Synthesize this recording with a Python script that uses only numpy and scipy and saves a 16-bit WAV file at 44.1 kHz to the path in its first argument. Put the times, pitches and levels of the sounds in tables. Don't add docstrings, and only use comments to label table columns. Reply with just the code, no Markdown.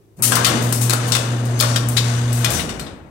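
import sys
import numpy as np
from scipy import signal
from scipy.fft import rfft, irfft
from scipy.io import wavfile
from scipy.ndimage import uniform_filter1d

SR = 44100
rng = np.random.default_rng(int(sys.argv[2]) if len(sys.argv) > 2 else 0)


def output_pcm(signal):
    pcm = np.clip(np.atleast_2d(signal).T, -1, 1) * 32767
    wavfile.write(sys.argv[1], SR, np.round(pcm).astype(np.int16))


N = 136710
T, FREQS = np.arange(N) / SR, np.fft.rfftfreq(N, 1 / SR)


def amp(db):
    return 10 ** (np.asarray(db) / 20)


def unit(x):
    return x / np.sqrt(np.mean(x ** 2) + 1e-20)


def at_hz(points, hz):
    f, value = np.transpose(points)
    return np.interp(np.log(hz + 1), np.log(f + 1), value)


def level(points):
    return amp(np.interp(T, *np.transpose(points)))


def bursts(rows):
    power = np.zeros(N)
    for s, rise, hold, t60, db in rows:
        attack = np.clip((T - s) / rise, 0, 1)
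        fading_s = np.maximum(T - s - rise - hold, 0)
        power += (attack * amp(db - 60 * fading_s / t60)) ** 2
    return np.sqrt(power)


def add(mix, s, sound):
    part = mix[:, round(s * SR):][:, :sound.shape[1]]
    part += sound[:, :part.shape[1]]


def noise(gains):
    return unit(irfft(rfft(rng.standard_normal((2, N))) * gains, N))


def wander(rate_hz):
    return noise(1 / (1 + (FREQS / rate_hz) ** 4))[0]


# (frequency [Hz], level [dB])
AIR_COLOUR = [(18, -41), (30, -13), (102, 19), (247, -3), (374, 12), (859, -16), (1270, -16), (1650, -85),
              (15000, -60)]


def room_tone(level_db=-53):
    return amp(level_db) * noise(amp(at_hz(AIR_COLOUR, FREQS)))


# (time [s], level [dB])
RUMBLE_LEVEL = [(.16, -61.5), (.2, -35.5), (.3, -27.5), (.42, -25.5), (.56, -22.5), (.76, -27), (.95, -27),
                (1.4, -29), (1.7, -29), (2.0, -29.5), (2.42, -34), (2.53, -25), (2.7, -29), (2.9, -33.5),
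                (3.02, -41), (3.1, -43)]
# (frequency [Hz], level [dB])
RUMBLE_SPECTRUM = [(25, -16.5), (70, -13), (130, 0), (270, -1.5), (380, -5.5), (560, -7), (900, -11),
                   (1500, -18), (2500, -20), (8000, -73.5)]
# (time [s], level [dB])
SHUDDER_LEVEL = [(.15, -65), (.3, -45), (1.4, -48), (1.8, -38.5), (2.4, -40), (2.6, -30.5), (2.7, -37.5),
                 (2.9, -36), (3.0, -45.5), (3.1, -46.5)]
# (frequency [Hz], half-width [Hz], level [dB])
DOOR_RESONANCES = [(54.7, 10, -4), (81.5, 13, 1)]


def panels():
    rumble = level(RUMBLE_LEVEL) * noise(amp(at_hz(RUMBLE_SPECTRUM, FREQS)))
    peaks = sum(amp(db) / (1 + ((FREQS - hz) / width) ** 2) for hz, width, db in DOOR_RESONANCES)
    return rumble + level(SHUDDER_LEVEL) * noise(peaks)


# (frequency [Hz], level [dB])
CLEAR_MODES = [(1078, -27), (1378, -16), (1442, -25.5), (2660, -25), (3330, -23.5), (3642, -13.5),
               (4246, -32.5), (4750, -32), (5300, -14), (5800, -18), (6864, -37), (7390, -29),
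               (8640, -14.5), (9707, -23.5), (11215, -24.5), (11743, -19), (13180, -22)]


def steel_blow(colour_db, t60, track_db, track_t60=.25, lump_db=4, lump_hz=130):
    size = 16384
    t, hz = np.arange(size) / SR, np.fft.rfftfreq(size, 1 / SR)
    lumps = np.interp(hz, np.arange(len(hz)) * lump_hz, rng.standard_normal(len(hz)))
    phases = np.exp(2j * np.pi * rng.random((2, len(hz))))
    crowd = unit(irfft(phases * amp(lump_db * lumps)))
    crowd = 2 * irfft(rfft(crowd) * amp(colour_db(hz))) * amp(-60 * t / t60)
    mode_hz, mode_db = np.transpose(CLEAR_MODES)[:, :, None]
    strength = .5 + rng.random((2, len(mode_hz), 1))
    phase = rng.random(strength.shape)
    decay = amp(mode_db + track_db + colour_db(mode_hz) - 60 * t / track_t60)
    ring = strength * decay * np.sin(2 * np.pi * (mode_hz * t + phase))
    crack = 1 + amp(-7) * np.exp(-t / .0032)
    attack = 1 - np.exp(-t / .00032)
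    return (crowd * crack + ring.sum(1)) * attack


def patter(envelope, colour, per_s, spread_db, t60, track_db, parts=6):
    out = np.zeros((2, N))
    for _ in range(parts):
        struck = rng.random(N) < per_s / parts / SR
        force = amp(spread_db * np.minimum(rng.exponential(1, N), 3))
        hits = unit(struck * force) * envelope
        ring = steel_blow(lambda hz: at_hz(colour, hz), t60, track_db)
        out += signal.oaconvolve(hits[None], ring / np.linalg.norm(ring[0]), axes=1)[:, :N]
    return out / np.sqrt(parts)


# (time [s], rise [s], hold [s], fade t60 [s], level [dB])
CHAIN_BURSTS = [(0.164, .004, 0.058, .1, -47.5), (.222, .003, 0.021, 0.22, -9),
                (0.612, .004, 0.012, 0.58, -25.5), (0.732, 0.0059, .012, 0.26, -20),
                (0.8, 0.023, 0.0086, 0.16, -15.5), (1.067, 0.0054, 0.013, .2, -26),
                (1.89, .004, .015, 0.46, -28), (2.33, .004, 0.046, .35, -27.5),
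                (2.496, 0.0041, 0.087, 0.15, -25)]
# (frequency [Hz], level [dB])
LINK_COLOUR = [(500, -23), (2000, -9), (4800, -4.5), (6000, -1.5), (8800, 5), (11500, -0.5), (13000, -7),
               (15500, -4.5)]


def chain():
    return patter(bursts(CHAIN_BURSTS), LINK_COLOUR, per_s=700, spread_db=2, t60=.066, track_db=-12)


# (time [s], level [dB])
HUM_LEVEL = [(.17, -61), (.2, -35), (.26, -22.5), (.42, -23.5), (.58, -25), (.68, -18), (.75, -22),
             (.82, -16), (.93, -21), (1.06, -20.5), (1.25, -22.5), (1.44, -19), (1.62, -20), (1.74, -18.5),
             (1.86, -19.5), (2.1, -18), (2.41, -17.5), (2.5, -22.5), (2.56, -45)]
# (multiple of the hum pitch, level [dB], unsteadiness [0-1])
HUM_HARMONICS = [(1, 0.5, 0.07), (2, -13.5, 0.14), (3, -29.5, 0.6), (4, -26.5, 0.5), (5, -32, 0)]


def motor(hum_hz=119.85, waver=.0021, stop_db_per_s=200):
    turns = np.cumsum(hum_hz * (1 + waver * wander(4.16))) / SR
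    hum = np.zeros(N)
    for multiple, db, shake in HUM_HARMONICS:
        flutter = 1 + shake * (wander(9) + 1j * wander(16))
        tone = np.exp(2j * np.pi * (multiple * turns + rng.random()))
        hum += amp(db) * (flutter * tone).real
    on_s, off_s = HUM_LEVEL[0][0], HUM_LEVEL[-1][0]
    fade = amp(-stop_db_per_s * np.maximum(T - off_s, 0))
    return unit(hum) * (T > on_s) * level(HUM_LEVEL) * fade


# (frequency [Hz], level [dB])
FLEX_MODES = [(82, -5), (140, -4), (166, 3.5), (218, 3.5), (236, 4.5), (278, -7), (330, -15), (402, -1.5),
              (483, 0.5), (553, 1), (615, -0.5), (833, 6.5)]
# (time [s], level [dB], centre of the modes that respond [Hz])
FLEXES = [(.178, -33, 150), (.375, -23, 400), (.475, -26, 520), (.54, -22.5, 235), (.925, -34, 480),
          (1.16, -28.5, 560), (1.605, -23.5, 620), (2.47, -30, 650), (2.525, -27.5, 160), (2.67, -29, 280)]


def booms(rise_s=.0059, t60=.48, width_octaves=.43):
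    out, t = np.zeros((2, N)), np.arange(SR) / SR
    hz, mode_db = np.transpose(FLEX_MODES)[:, :, None]
    envelope = (1 - np.exp(-t / rise_s)) * amp(-60 * t / t60)
    for s, db, centre_hz in FLEXES:
        weights = amp(db + mode_db) * np.exp(-(np.log2(hz / centre_hz) / width_octaves) ** 2)
        modes = np.sin(2 * np.pi * (hz * t + rng.random((2, len(hz), 1))))
        add(out, s, (weights * modes).sum(1) * envelope)
    return out


# (time [s], level [dB])
GRIND_LEVEL = [(.2, -70), (.33, -21), (.55, -21.5), (.8, -33.5), (1.05, -26), (1.2, -25), (1.42, -33.5),
               (1.57, -32), (1.68, -24.5), (1.85, -33), (1.95, -33.5), (2.06, -25), (2.3, -29),
               (2.56, -23.5), (2.68, -37), (2.88, -44), (3.0, -63)]
# (frequency [Hz], level [dB])
GRIND_COLOUR = [(200, -17), (700, 5.5), (1300, 3.5), (2300, -0.5), (3700, -3), (5600, -5.5), (8700, -5.5),
                (10500, -15), (15500, -25)]


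def rollers():
    return patter(level(GRIND_LEVEL), GRIND_COLOUR, per_s=1500, spread_db=.5, t60=.05, track_db=-17)


# (time [s], panel clang [dB], steel clack [dB], bright edge [dB], ring t60 [s])
KNOCKS = [(.223, -20, -29, -3, 0.05), (.320, -11, -16.5, -11.5, 0.11), (.354, -19, -15.5, -7.5, 0.11),
          (0.368, -15, -24, -32, 0.31), (.446, -19.5, 0.5, -6.5, .14), (0.465, -15.5, -27, -12, 0.14),
          (.725, -21, -21.5, -9.5, 0.073), (.896, -21, -11, -8, 0.039), (.906, -24, -15, -13.5, 0.095),
          (.928, -17.5, -23, -18, 0.19), (.934, -10.5, -18, -11, 0.043), (1.120, -24, -7.5, -12.5, 0.16),
          (1.151, -14, -10.5, -11.5, 0.12), (1.453, -43, -41, -31, 0.18), (1.591, -35, -33, -18, 0.12),
          (1.600, -56, -10, -13, 0.13), (1.608, -9, -11.5, -1, 0.043), (1.624, -11.5, -14.5, -16, 0.1),
          (1.760, -22, -11.5, -15, 0.12), (1.886, -47, -44, -14.5, .07), (1.967, -22.5, -13, -24, 0.058),
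          (1.97, -34, -8.5, -14.5, 0.15), (1.979, -23, -10.5, -17, 0.072), (2.329, -47, -40, -15, 0.035),
          (2.445, -24, -10, -10, 0.093), (2.460, -26, -10, -46, 0.065), (2.503, -36, -23, -16, 0.15),
          (2.594, -27, -13.5, -42, 0.15), (2.692, -29, -23.5, -29, 0.17), (2.795, -33, -27.5, -26.5, 0.16),
          (2.865, -39, -29.5, -50, 0.18)]
# (frequency [Hz], level [dB])
DOOR_COLOUR = [(200, -10.5), (550, -2), (860, -3.5), (1100, 8), (1430, 8), (1800, 4.5), (2600, 1),
               (3700, 1.5), (5000, 1), (6400, -2), (8500, 0), (11000, -7.5), (15500, -14)]


def clacks(clang_hz=1390, clang_end_hz=1950, clack_hz=3400, edge_hz=8900, top_hz=13000, bass_hz=180):
    out = np.zeros((2, N))
    for s, clang, clack, edge, t60 in KNOCKS:
        clang_end = min(clack, (clang + clack) / 2)
        top = edge + .15 * (edge - clack)
        tilt = [(clang_hz, clang), (clang_end_hz, clang_end), (clack_hz, clack),
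                (edge_hz, edge), (top_hz, top)]

        def colour_db(hz):
            bass_cut = 20 * np.log10(1 + (bass_hz / (hz + 1)) ** 2)
            return at_hz(DOOR_COLOUR, hz) + at_hz(tilt, hz) - bass_cut

        add(out, s, steel_blow(colour_db, t60, track_db=-3))
    return out


# (time [s], rise [s], hold [s], fade t60 [s], level [dB])
LIP_BURSTS = [(.73, .005, 0.0091, 0.14, -24.5), (.815, .02, 0.0087, 0.17, -29.5),
              (1.645, .02, 0.066, .25, -30), (2.02, 0.01, 0.035, 0.61, -33),
              (2.51, 0.013, 0.048, 0.12, -25.5)]
# (frequency [Hz], level [dB])
LIP_COLOUR = [(1500, -21), (4300, -6.5), (5300, -1.5), (5800, 6), (6400, -4), (7400, -3), (8500, -3),
              (15000, -25)]


def scrapes():
    return patter(bursts(LIP_BURSTS), LIP_COLOUR, per_s=860, spread_db=1.9, t60=.072, track_db=-18, parts=3)


# (time [s], pitch [Hz], level [dB])
ROLLER_SQUEAKS = [(1.548, 6300, -32.5), (2.522, 6120, -24)]


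def squeaks(length_s=.06, waver=.0043):
    out = np.zeros(N)
    for s, hz, db in ROLLER_SQUEAKS:
        swell = np.sin(np.pi * np.clip((T - s) / length_s, 0, 1))
        turns = np.cumsum(hz * (1 + waver * wander(60))) / SR
        out += amp(db) * swell * np.sin(2 * np.pi * turns)
    return out


# (frequency [Hz], t60 [s])
GARAGE_T60 = [(150, 1), (600, 1), (1400, 0.96), (4000, 0.52), (8000, 0.48), (15000, 0.2)]


def garage(x, build_s=.005):
    hz, t, spectra = signal.stft(rng.standard_normal((2, SR)), SR, nperseg=256)
    decay = amp(-60 * t / at_hz(GARAGE_T60, hz)[:, None])
    build = 1 - np.exp(-t / build_s)
    _, tail = signal.istft(spectra * decay * build, SR, nperseg=256)
    return signal.fftconvolve(x, tail / np.linalg.norm(tail[0]), axes=1)[:, :N]


# (frequency [Hz], right minus left [dB])
PORT_SHADE = [(100, -1), (700, -1.5), (1300, -5), (2400, -14.5), (4400, -15), (8000, -20.5), (10000, -21.5),
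              (12500, -4), (15500, -6.5)]
# (frequency [Hz], correlation [0-1])
PORT_LIKENESS = [(30, 1), (100, 0.75), (300, 0.8), (500, 0.57), (900, 0), (15000, 0)]


def microphone(x, low_cut_hz=32):
    hz = np.fft.rfftfreq(2 * N, 1 / SR)
    left, other = rfft(x, 2 * N) / np.sqrt(1 + (low_cut_hz / (hz + 1)) ** 4)
    same = at_hz(PORT_LIKENESS, hz)
    right = (same * left + np.sqrt(1 - same ** 2) * other) * amp(at_hz(PORT_SHADE, hz))
    return irfft(np.array([left, right]))[:, :N]


def scene(clack_send_db=-9.5, rattle_send_db=-4, hiss_db=-67.5):
    knocks, rattle = clacks(), chain() + scrapes()
    echo = garage(amp(clack_send_db) * knocks + amp(rattle_send_db) * rattle)
    air = room_tone()
    mic_hiss = amp(hiss_db) * rng.standard_normal((2, N))
    door = knocks + rattle + rollers() + squeaks() + panels() + booms()
    hum = motor() * amp([[.3], [-.3]])
    return microphone(door + echo + air) + hum + mic_hiss


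def record(dry, threshold_db=-8.5, slope=.6, recover_db_per_s=157, cutoff_hz=15900):
    power_db = 10 * np.log10(abs(uniform_filter1d(dry[0] ** 2, size=128)) + 1e-12)
    fall_db = T * recover_db_per_s
    held_db = np.maximum.accumulate(power_db + fall_db) - fall_db
    over_db = np.maximum(held_db - threshold_db, 0)
    gain = amp(-slope * uniform_filter1d(over_db, size=64))
    clipped = np.clip(dry * gain, -1, 1)
    lowpass = signal.firwin(401, cutoff_hz, window=("kaiser", 8), fs=SR)
    return signal.oaconvolve(clipped, lowpass[None], "same", axes=1)


dry = scene()
out = record(dry)
output_pcm(out)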